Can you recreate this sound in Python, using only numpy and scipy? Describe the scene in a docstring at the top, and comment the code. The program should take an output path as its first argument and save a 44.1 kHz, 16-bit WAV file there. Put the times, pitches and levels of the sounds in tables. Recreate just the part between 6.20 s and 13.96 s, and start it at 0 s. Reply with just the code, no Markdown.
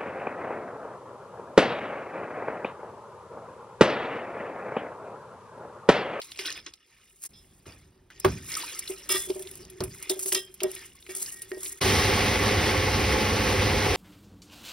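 """In a quiet kitchen wet lentils are tipped and scraped from a steel bowl into the drum of a stone grinder.
Grains are random clicks that ring damped modes, under a film of hissing noise; contacts set off ringing
modes, some as short drip-like blips, and the hollow bowl booms when knocked. Two cuts each fade briefly
down and up; the second goes to the grinder running: a hollow clunk of its drum, then dense crushing noise
through drum resonances, over motor tones."""
import sys
import numpy as np
from scipy import signal
from scipy.fft import rfft, irfft
from scipy.io import wavfile
from scipy.ndimage import uniform_filter1d

SR = 44100
rng = np.random.default_rng(int(sys.argv[2]) if len(sys.argv) > 2 else 0)


def unload_audio(sound):
    """Save the sound as a 16-bit wav file, at the path given as the first command line argument."""
    columns = np.transpose(np.atleast_2d(sound))
    # keep every value between -1 and 1, then stretch to whole-number steps
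    steps = np.round(np.clip(columns, -1, 1) * 32767)
    wavfile.write(sys.argv[1], SR, steps.astype(np.int16))


N = 342216
TIME = np.arange(N) / SR
HZ = np.maximum(np.arange(N // 2 + 1) * SR / N, 1)

# ringing modes; 960 and 1276 Hz sound in short bubbly, drip-like blips:
# (frequency [Hz], level [dB], t60 [s])
RINGING_MODES = [(960, -6.5, 0.0415), (1178, -2, 0.167), (1276, -1, 0.054), (1599.8, -5.5, 0.263),
                 (1878, 2.5, 0.207), (2280, 0, 0.062), (2755, 0, 0.107), (4050, -6, 0.12),
                 (3444, 0.5, 0.198), (3708, -3, 0.116), (3198, -2.5, 0.313), (4830, -5.5, 0.093),
                 (5125, 0, 0.239), (5270, 3, 0.094), (5620, -11, 0.2), (5776, -5, 0.14)]
# two cuts, each a short fade down and up; the second goes to the grinder: (start [s], end [s], depth [dB])
CUTS = [(1.087, 1.087, -22), (5.605, 5.608, -38)]
GRINDER_START_S, LENTILS_END_S = CUTS[1][:2]


def amp(db):
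    """Decibels to gain."""
    return 10 ** (np.asarray(db) / 20)


def unit(x):
    """Scale to rms 1."""
    return x / np.sqrt(np.mean(x ** 2) + 1e-20)


def curves(rows):
    """Columns of a table over time, one value per sample."""
    s, *columns = np.transpose(rows)
    return [np.interp(TIME, s, column) for column in columns]


def over_hz(points):
    """A table over frequency, read at every spectral bin on a log axis."""
    hz, value = np.transpose(points)
    return np.interp(np.log(HZ), np.log(hz), value)


def colour(x, db):
    """Filter by a dB value per spectral bin; rms 1."""
    return unit(irfft(rfft(x) * amp(db), N))


def drift(rate_hz):
    """Slow random wander of rms 1: noise through two equal poles at rate_hz, at 1/40 sample rate."""
    step = 40
    pole = np.exp(-2 * np.pi * rate_hz * step / SR)
    noise = rng.standard_normal(N // step + 2002)
    slow = signal.lfilter([1], [1, -2 * pole, pole * pole], noise)[2000:]
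    return np.interp(np.arange(N) / step, np.arange(len(slow)), unit(slow))


def grains(per_s, spread_db, clump_db):
    """Random clicks of uneven size and either sign that come in clumps."""
    born = rng.random(N) < per_s * amp(clump_db * drift(25.0)) / SR
    size_db = spread_db * np.minimum(rng.exponential(1, N), 5)
    return born * amp(size_db) * rng.choice([-1, 1], N)


def ring(clicks, hz, t60):
    """One damped mode set going by clicks; rms 1."""
    radius, angle = amp(-60 / (t60 * SR)), 2 * np.pi * hz / SR
    poles = [1, -2 * radius * np.cos(angle), radius * radius]
    return unit(signal.lfilter([1, 0, -1], poles, clicks + 1e-18))


def add(out, s, sound):
    """Mix a short sound in at a time."""
    i = max(round(s * SR), 0)
    out[i:i + len(sound)] += sound[:N - i]


def fading(t60, rise_s):
    """Half-second time axis and envelope of a blow: quick rise, exponential decay."""
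    t = np.arange(SR // 2) / SR
    rise = 1 - np.exp(-t / max(rise_s, 1e-5))
    return t, rise * amp(-60 * t / max(t60, .004))


def flow():
    """Rattle and hiss level in dB: pours, shakes and trickle add as powers."""
    # stray grains: (time [s], rattle [dB], wet hiss [dB])
    trickle = [(0, -57, -66.5), (.45, -60.5, -84.5), (1.0, -76, -67), (1.3, -71, -69), (1.9, -84.5, -89),
               (2.1, -54, -62), (2.85, -51.5, -58.5), (3.4, -55.5, -55.5), (3.47, -60, -73),
               (3.7, -57.5, -57), (4.3, -64.5, -68), (5.6, -54.5, -56)]
    # heaps sliding in, swelling and fading evenly:
    # (peak time [s], rattle [dB], wet hiss [dB], time to fall 20 dB either side [s])
    pours = [(0.263, -35, -58.5, 0.132), (.375, -43, -62, .05), (.81, -63, -76.5, 0.1956),
             (1.045, -52, -38, 0.03), (2.349, -39, -44, 0.124), (2.44, -42, -48, 0.2532),
             (3.851, -49, -58.5, 0.1981), (4.073, -58, -35, 0.0911), (4.56, -49, -52.5, 0.17),
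             (5.053, -51, -43, 0.144), (5.457, -50, -38.5, 0.07), (2.959, -42, -38.5, 0.0459)]
    # grains shaken loose at a stroke, sudden then dying:
    # (start [s], rattle [dB], wet hiss [dB], time to fall 20 dB [s])
    shakes = [(0.015, -54.5, -58, 0.33), (.187, -38, -48.5, 0.1318), (0.461, -39, -74.5, 0.04),
              (1.46, -50.5, -61.5, 0.23), (1.901, -58, -77.5, 0.94), (1.998, -52.5, -40, 0.0138),
              (2.045, -40.5, -62, 0.246), (2.59, -48.5, -31.5, 0.0067), (2.677, -45, -43, 0.1233),
              (2.889, -39, -29.5, 0.221), (3.894, -33.5, -27, 0.0448), (3.992, -47.5, -33.5, 0.0347),
              (4.122, -28.5, -25.5, 0.0232), (4.145, -37.5, -28, 0.0619), (4.432, -26.5, -27, 0.0077),
              (4.889, -42.5, -48, 0.1044), (4.949, -60, -38.5, 0.2), ]
    shake_rise_s = 0.00164
    time = TIME[::16]
    power = amp(2 * np.array(curves(trickle)))[:, ::16]
    for s, *db, fall_s in pours:
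        swell = amp(-40 * ((time - s) / fall_s) ** 2)
        power = power + amp(2 * np.array(db))[:, None] * swell
    for s, *db, fall_s in shakes:
        t = np.maximum(time - s, 0)
        burst = np.minimum(t / shake_rise_s, 1) ** 2 * amp(-40 * t / fall_s)
        power = power + amp(2 * np.array(db))[:, None] * burst
    return [np.interp(TIME, time, db) for db in 10 * np.log10(power)]


def lentils():
    """Each grain rings some cycles at its own pitch, others strike the damped steel; the water film hisses."""
    # relative spectra: (frequency [Hz], density [dB per Hz])
    rattle_spectrum = [(150, -41.5), (300, 1.5), (700, -13), (1280, -2), (2200, 2.5), (3400, -1.5),
                       (5300, -1), (7000, -6), (10000, -17.5), (16000, -41.5)]
    hiss_spectrum = [(3500, -24.5), (6000, -10.5), (7400, -1), (10500, -6), (13500, -9.5), (16500, -15)]
    rattle_db, hiss_db = flow()
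    clicks = amp(rattle_db) * grains(3500.0, 2.4, 3.2)
    pitch_index = rng.integers(0, 22, N)
    loose = np.zeros(N)
    for k, hz in enumerate(np.geomspace(300, 9000, 22)):
        own_clicks = clicks * (pitch_index == k) * amp(4 * drift(12))
        loose += ring(own_clicks, hz, 40 / hz) * np.sqrt(hz)
    wall = np.zeros(N)
    for hz, db, t60 in RINGING_MODES[3:]:
        wall += amp(db) * ring(clicks * amp(4 * drift(8)), hz, .4 * t60)  # the damped steel
    rattle = colour(loose, over_hz(rattle_spectrum)) + amp(-7) * unit(wall)
    rattle_rms = np.sqrt(np.mean(amp(2 * rattle_db)))
    film = amp(3.59 * drift(50.0)) * unit(grains(5000.0, 1.54, 2.8))  # short bursts with gaps
    snaps = .35 * unit(grains(150, 2.5, 4))
    hiss = amp(hiss_db + 6) * colour(film + snaps, over_hz(hiss_spectrum))
    return (unit(rattle) * rattle_rms + hiss) * (TIME < LENTILS_END_S)


def ticks():
    """Sharp ticks of grains and spoon: a burst of noise round a pitch over a broad crack."""
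    # (time [s], level before a 5 dB cut [dB], pitch [Hz], t60 [s])
    tick_rows = [(0.0159, -29.5, 4130, 0.068), (0.1182, -26.5, 3350, 0.0205), (.16, -35.5, 2800, 0.0193),
                 (0.1902, -20.5, 2380, 0.0372), (.257, -23, 3580, 0.0575), (0.303, -27, 4330, 0.034),
                 (.324, -27, 5000, 0.037), (0.537, -34.5, 4590, 0.0253), (1.4562, -44, 1350, 0.068),
                 (1.9022, -39, 1530, 0.071), (2.047, -8, 1116, 0.044), (2.318, -22.5, 6600, 0.025),
                 (2.3403, -20.5, 5370, 0.0186), (2.352, -19, 5130, 0.017), (2.4, -24.5, 2070, 0.0225),
                 (2.4239, -26, 4220, 0.0212), (2.548, -30, 5660, 0.0288), (2.592, -21, 8640, 0.039),
                 (2.6762, -24, 3810, 0.0168), (2.8912, -20, 10500, 0.021), (3.1023, -25.5, 3780, 0.018),
                 (3.194, -27.5, 9460, 0.0225), (3.223, -29, 8800, 0.0343), (3.272, -33, 3430, 0.03),
                 (3.313, -28.5, 10000, 0.0205), (3.354, -31, 9000, 0.028), (3.451, -34, 5500, 0.0137),
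                 (3.5, -34, 9200, 0.0396), (3.605, -24.5, 4690, 0.0268), (3.637, -24, 9600, 0.056),
                 (3.826, -25.5, 8840, 0.034), (3.897, -13.5, 4650, 0.0238), (3.9921, -21.5, 9050, 0.0286),
                 (4.059, -17.5, 9300, 0.026), (4.121, -14.5, 1740, 0.021), (4.1489, -13.5, 4960, 0.024),
                 (4.341, -33, 10100, 0.041), (4.4039, -27.5, 2840, 0.061), (4.4333, -15, 8700, 0.0243),
                 (4.5153, -22.5, 8940, 0.0143), (4.5506, -24, 9460, 0.021), (4.562, -34, 2280, 0.042),
                 (4.825, -40, 3640, 0.026), (4.864, -36, 2180, 0.031), (4.9502, -23, 8800, 0.0356),
                 (5.061, -27.5, 5300, 0.026), (5.219, -25.5, 9260, 0.0513), (5.317, -23.5, 1840, 0.0117),
                 (5.4316, -21, 9400, 0.025), (5.459, -29, 3620, 0.036)]
    out = np.zeros(N)
    for s, db, hz, t60 in tick_rows:
        env = fading(t60, 0.000237)[1][:SR // 10]
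        noise = rng.standard_normal(len(env))
        band_filter = signal.butter(1, [hz / 1.115, hz * 1.228], "band", fs=SR, output="sos")
        band = signal.sosfilt(band_filter, noise)
        add(out, s, amp(db - 5) * env * (unit(band) + 0.21 * noise))
    return out


def rings_and_blips():
    """Each event excites mode clusters unevenly, which then die; modes far from its pitch are weak."""
    # steel rings favouring modes near one pitch; those at 2.368 and 2.434 s are bubbly, drip-like blips:
    # (time [s], level [dB], favoured pitch [Hz], rattling time [s], loss away from it [dB per octave])
    events = [(.324, -47, 4830, 0.04, 60), (1.133, -59, 4600, 0.063, 16), (2.001, -49, 4840, 0.0077, 42),
              (2.288, -47, 2240, 0.117, 19.5), (2.368, -28.5, 1276, 0.0036, 90),
              (2.434, -28.5, 960, 0.0038, 76), (2.62, -43, 2280, 0.0082, 41.5),
              (2.893, -38, 3360, 0.0746, 2.5), (3.0, -44.5, 3444, 0.044, 90.5),
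              (3.897, -30, 3658, 0.0098, 104.5), (4.147, -35, 4490, 0.015, 5),
              (4.168, -40.5, 3198, 0.014, 13.5), (4.436, -45.5, 2230, 0.01, 10.5),
              (4.565, -55, 1879, 0.033, 30.5), (4.891, -48, 2100, 0.033, 19),
              (5.121, -52.5, 1890, 0.096, 38.5), (5.315, -46.5, 1850, 0.036, 43),
              (5.501, -54, 1879, 0.027, 42.5)]
    split_share, spot_db = .022, 4  # spread of a cluster; its strength differs by event
    rough_rad = 0.04  # random phase step per sample while rattling, scaled by loose
    out = np.zeros(N)
    shake_db = [2.86 * drift(30.0) for mode in RINGING_MODES]
    t = np.arange(SR // 3) / SR
    for s, db, favoured_hz, rattling_s, loss_db in events:
        i = round(s * SR)
        loose = 1 / (1 + loss_db / 10)  # a choosy event rings cleaner
        for (hz, mode_db, t60), uneven_db in zip(RINGING_MODES, shake_db):
            near_db = -loss_db * abs(np.log2(hz / favoured_hz))
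            if near_db < -30:
                continue
            apart, spot = rng.standard_normal((2, 2, 1))
            decay = amp(-60 * np.maximum(t - rattling_s, 0) / t60)
            env = (1 - np.exp(-t / 0.00087)) * decay * amp(loose * uneven_db[i:i + len(t)])
            slip_rad = np.cumsum(rng.standard_normal(len(t)) * (t < rattling_s)) * rough_rad * loose
            main = np.sin(2 * np.pi * hz * t + slip_rad)
            beside_hz = hz * (1 + split_share * apart)
            beside_gain = amp(spot_db * (spot - 1.5) - loss_db / 5)
            beside = beside_gain * np.sin(2 * np.pi * beside_hz * t - slip_rad)
            add(out, s, amp(db + mode_db + near_db) * env * (main + beside.sum(axis=0)))
    return out


def hollow_knocks():
    """Knocks of bowl, and last of drum, swell, wobble and die over a dull puff; the handled bowl hums."""
    # soft knocks in the bowl, stilled by the hand, some quickly and some slowly; the last is a hollow clunk of
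    # the drum: # (time [s], level [dB], time until 60 dB down, sign ignored [s])
    knocks = [(0.191, -40, 0.19), (2.046, -10.5, 0.08), (2.696, -29.5, 0.26), (2.898, -29, 0.24),
              (2.943, -30.5, 0.3), (3.072, -33, -1.2), (3.098, -21, .055), (3.156, -29.5, -0.77),
              (3.196, -38, 0.46), (3.606, -22.5, 0.21), (3.898, -21, 0.23), (3.961, -34.5, -0.3),
              (4.055, -35, 0.36), (4.121, -29, 0.35), (4.16, -33, 0.6), (4.416, -23, 0.26),
              (4.435, -20, -0.3), (4.888, -36.5, 0.28), (4.958, -43.5, 0.55), (5.315, -28.5, -0.29),
              (5.37, -29, 0.04), (5.655, -19.5, -2.08)]
    # hollow resonances: (frequency [Hz], level [dB])
    hollow = [(376, 3), (397, -7), (610, -13.5)]
    # hum while the bowl is handled: (time [s], level [dB])
    handling = [(0.0, -92), (3.15, -55.5), (5.01, -66), (5.6, -61)]
    puff_db, uneven_db, waver_rad = -16, 1.2, .012  # contact noise; wobble of level and phase
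    tail_db, tail_t60_s = -21, 0.361  # rings on after a knock is stilled
    main_hz = hollow[0][0]

    hum_shape_db = -10 * np.log10(1 + ((HZ - main_hz) / 22) ** 4)
    hum = colour(rng.standard_normal(N), hum_shape_db)
    hum = hum * amp(curves(handling)[0] + 5 * drift(15)) * (TIME < LENTILS_END_S)

    puff_filter = signal.butter(2, [270, 760], "band", fs=SR, output="sos")
    puff = unit(signal.sosfilt(puff_filter, rng.standard_normal(N)))
    tone = np.zeros(N)
    for hz, db in hollow:
        slip_rad = np.cumsum(rng.standard_normal(N)) * waver_rad * hz / main_hz
        tone += amp(db + uneven_db * drift(9.6)) * np.sin(2 * np.pi * hz * TIME + slip_rad)

    strength = np.zeros(N)
    t, env = fading(0.1746, 0.00577)
    tail = amp(tail_db) * fading(tail_t60_s, 0.0596)[1]
    for s, db, damped_s in knocks:
        stilled = amp(-60 * (t / damped_s) ** 2)
        add(strength, s, amp(db) * (env * stilled + tail))
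    return hum + strength * (tone + amp(puff_db) * puff) * amp(uneven_db * drift(33.9))


def thuds():
    """The bowl is set down or bumps the drum: dull noise that dies, the lows last."""
    # (time [s], level [dB], t60 of the lows [s])
    thud_rows = [(1.462, -46, 1), (2.05, -21.5, 0.508), (3.604, -28.5, 0.441), ]
    # relative spectrum: (frequency [Hz], density [dB per Hz])
    thud_spectrum = [(30, -30.5), (60, -6.5), (92, -3.5), (200, -6.5), (376, -8), (720, -16.5),
                     (1200, -17.5), (3000, -31), (6000, -41)]
    out = np.zeros(N)
    rumble = colour(rng.standard_normal(N), over_hz(thud_spectrum))
    deep = signal.sosfilt(signal.butter(2, 200, fs=SR, output="sos"), rumble)
    for s, db, t60 in thud_rows:
        i = round(s * SR)
        t, long = fading(t60, 0.0018)
        short = fading(t60 * 0.388, 0.00212)[1]
        part = slice(i, i + len(t))
        add(out, s, amp(db) * (long * deep[part] + short * (rumble - deep)[part] * 1.15))
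    return out


def grinder():
    """Dense crushing shakes the drum's resonances; octaves flicker partly in step as the stones roll."""
    # relative crushing spectrum: (frequency [Hz], density [dB per Hz])
    stones = [(25, -46.5), (45, -7), (90, -4), (160, -10), (517, -10), (661, -19.5), (1600, -16),
              (2140, -15), (3500, -15), (5600, -12.5), (7400, -18), (10500, -20), (13600, -23.5),
              (15800, -26), (17000, -59)]
    # drum resonances: (frequency [Hz], width [Hz], lift [dB])
    drum = [(62.4, 12.7, 3), (87.4, 19.4, 4.5), (215.64, 10.7, 7), (408.8, 69.5, 5.5), (733.8, 63.6, 9),
            (855.2, 75.7, 11), (1104, 91, 7), (2100, 370, 4.5)]
    # steady motor tones, most on multiples of twice the mains frequency: (frequency [Hz], rms level [dB])
    motor = [(100, -34), (300, -43), (500, -43), (524.5, -40)]
    running_db, bright_db = -22, -12  # treble tilt: half in the 4 kHz octave, full from 8 kHz
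    first_bite_db, first_bite_s = 1.5, 0.033  # louder as the stones first bite
    whole_grains_db, whole_grains_s = 8.5, 0.269  # brighter until the whole grains are broken
    churn_db, churn_s = 3.5, 1.0  # the 2 kHz churning eases as the heap thins
    lumps_db, lumps_hz = 1.6, 25.0  # the stones bump over heaps, felt in the bass

    since_s = np.maximum(TIME - LENTILS_END_S, 0)
    level_db = running_db + first_bite_db * np.exp(-since_s / first_bite_s)
    tilt_db = bright_db + whole_grains_db * np.exp(-since_s / whole_grains_s)
    churning_db = churn_db * np.exp(-since_s / churn_s)
    lift_db = sum(db / (1 + (2 * (HZ - hz) / width) ** 2) for hz, width, db in drum)
    source = unit(grains(12000.0, 1.845, 0.99)) + 0.678 * rng.standard_normal(N)
    crush = rfft(source) * amp(over_hz(stones) + lift_db)

    rolling, bumps_db = drift(4.4), lumps_db * drift(lumps_hz)
    octave_position = np.log2(np.clip(HZ, 31.25, 16000) / 31.25)
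    crushing = np.zeros(N)
    for octave in range(10):
        share = np.clip(1 - abs(octave_position - octave), 0, 1)
        gain_db = 0.5 * rolling + .9 * drift(22.9) + bumps_db * (octave < 3)
        gain_db = gain_db + tilt_db * np.clip(octave - 6, 0, 2) / 2 + churning_db * (octave == 6)
        crushing += amp(gain_db) * irfft(crush * share, N)
    hum = sum(np.sqrt(2) * amp(db) * np.sin(2 * np.pi * (hz * TIME + rng.random())) for hz, db in motor)
    return (amp(level_db) * unit(crushing) + hum) * (TIME > GRINDER_START_S)


def room():
    """Room tone: coloured noise of wandering level, which also changes about the cuts."""
    # (time [s], level [dB])
    ambience = [(0, -70.5), (.4, -59.5), (.6, -73), (1.07, -70.5), (1.12, -58.5), (2.2, -58.5),
                (5.55, -65.5)]
    # relative spectrum: (frequency [Hz], density [dB per Hz])
    room_spectrum = [(20, -19.5), (45, -0.5), (195, -8.5), (575, -20.5), (1260, -24.5), (2500, -30),
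                     (6000, -36.5), (16000, -42.5)]
    level_db = curves(ambience)[0] + 3.13 * drift(2.37)
    return amp(level_db) * colour(rng.standard_normal(N), over_hz(room_spectrum))


def dips(rows):
    """Gain with flat-bottomed notches."""
    return amp(sum(db * np.exp(-(2 * (HZ - hz) / width) ** 6) for hz, width, db in rows))


def microphones(x):
    """The direct sound leans and lags per band; short scattered echoes reach the two ports unlike."""
    # (frequency [Hz], left-right likeness [0-1])
    likeness = [(60, 1), (250, 1), (640, 0.768), (1700, 0.263), (3100, 0.854), (5000, 0.858), (8000, 1),
                (15000, 1)]
    # (frequency [Hz], left minus right [dB])
    lean = [(60, 0), (380, -2), (950, -1.88), (6000, -0.08)]
    # odd leads cancel in the centre, even ones at the sides: (frequency [Hz], lead of left [half turns])
    lead = [(60, .01), (600, .1), (1800, .01), (3200, .15), (5000, .05), (7400, 1.0), (10600, 2.0),
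            (13600, 3.0), (16500, 4.0)]
    # where the ports nearly cancel, the weak rest fades further: (frequency [Hz], width [Hz], gain [dB])
    centre_dips = [(7343, 1370, -9.5), (13660, 1360, -38)]
    side_dips = [(1790, 1042, -26), (10900, 1150, -33.5)]
    t, env = fading(0.0384, 0.0014)
    scatter = rfft(env * rng.standard_normal(len(t)), N)
    scatter /= np.sqrt(uniform_filter1d(abs(scatter) ** 2, size=401))  # even out the spectrum
    alike = np.clip(over_hz(likeness), 0, 1)
    half = amp(over_hz(lean) / 2) * np.exp(.5j * np.pi * over_hz(lead))
    spectrum = rfft(x)
    direct = spectrum * np.sqrt((1 + alike) / 2)
    apart = spectrum * scatter * np.sqrt((1 - alike) / 2)
    left, right = direct * half + apart, direct / half - apart
    centre = (left + right) / 2 * dips(centre_dips)
    side = (left - right) / 2 * dips(side_dips)
    return irfft([centre + side, centre - side], N)


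def scene():
    """All sources, heard through the pair of ports."""
    pouring = lentils() + ticks() + rings_and_blips() + hollow_knocks() + thuds()
    return microphones(pouring + grinder() + room())


def record(dry):
    """Each cut between shots fades briefly down and up, then the top is filtered off."""
    cutoff_hz = 16500
    gain_db = np.zeros(N)
    for start_s, end_s, db in CUTS:
        corners_s = [start_s - .012, start_s, end_s - .004, end_s + 0.0062]
        gain_db += np.interp(TIME, corners_s, [0, db, db, 0])
    top_cut = signal.cheby2(16, 70, cutoff_hz, fs=SR, output="sos")
    return signal.sosfilt(top_cut, dry * amp(gain_db))


dry = scene()
out = record(dry)
unload_audio(out)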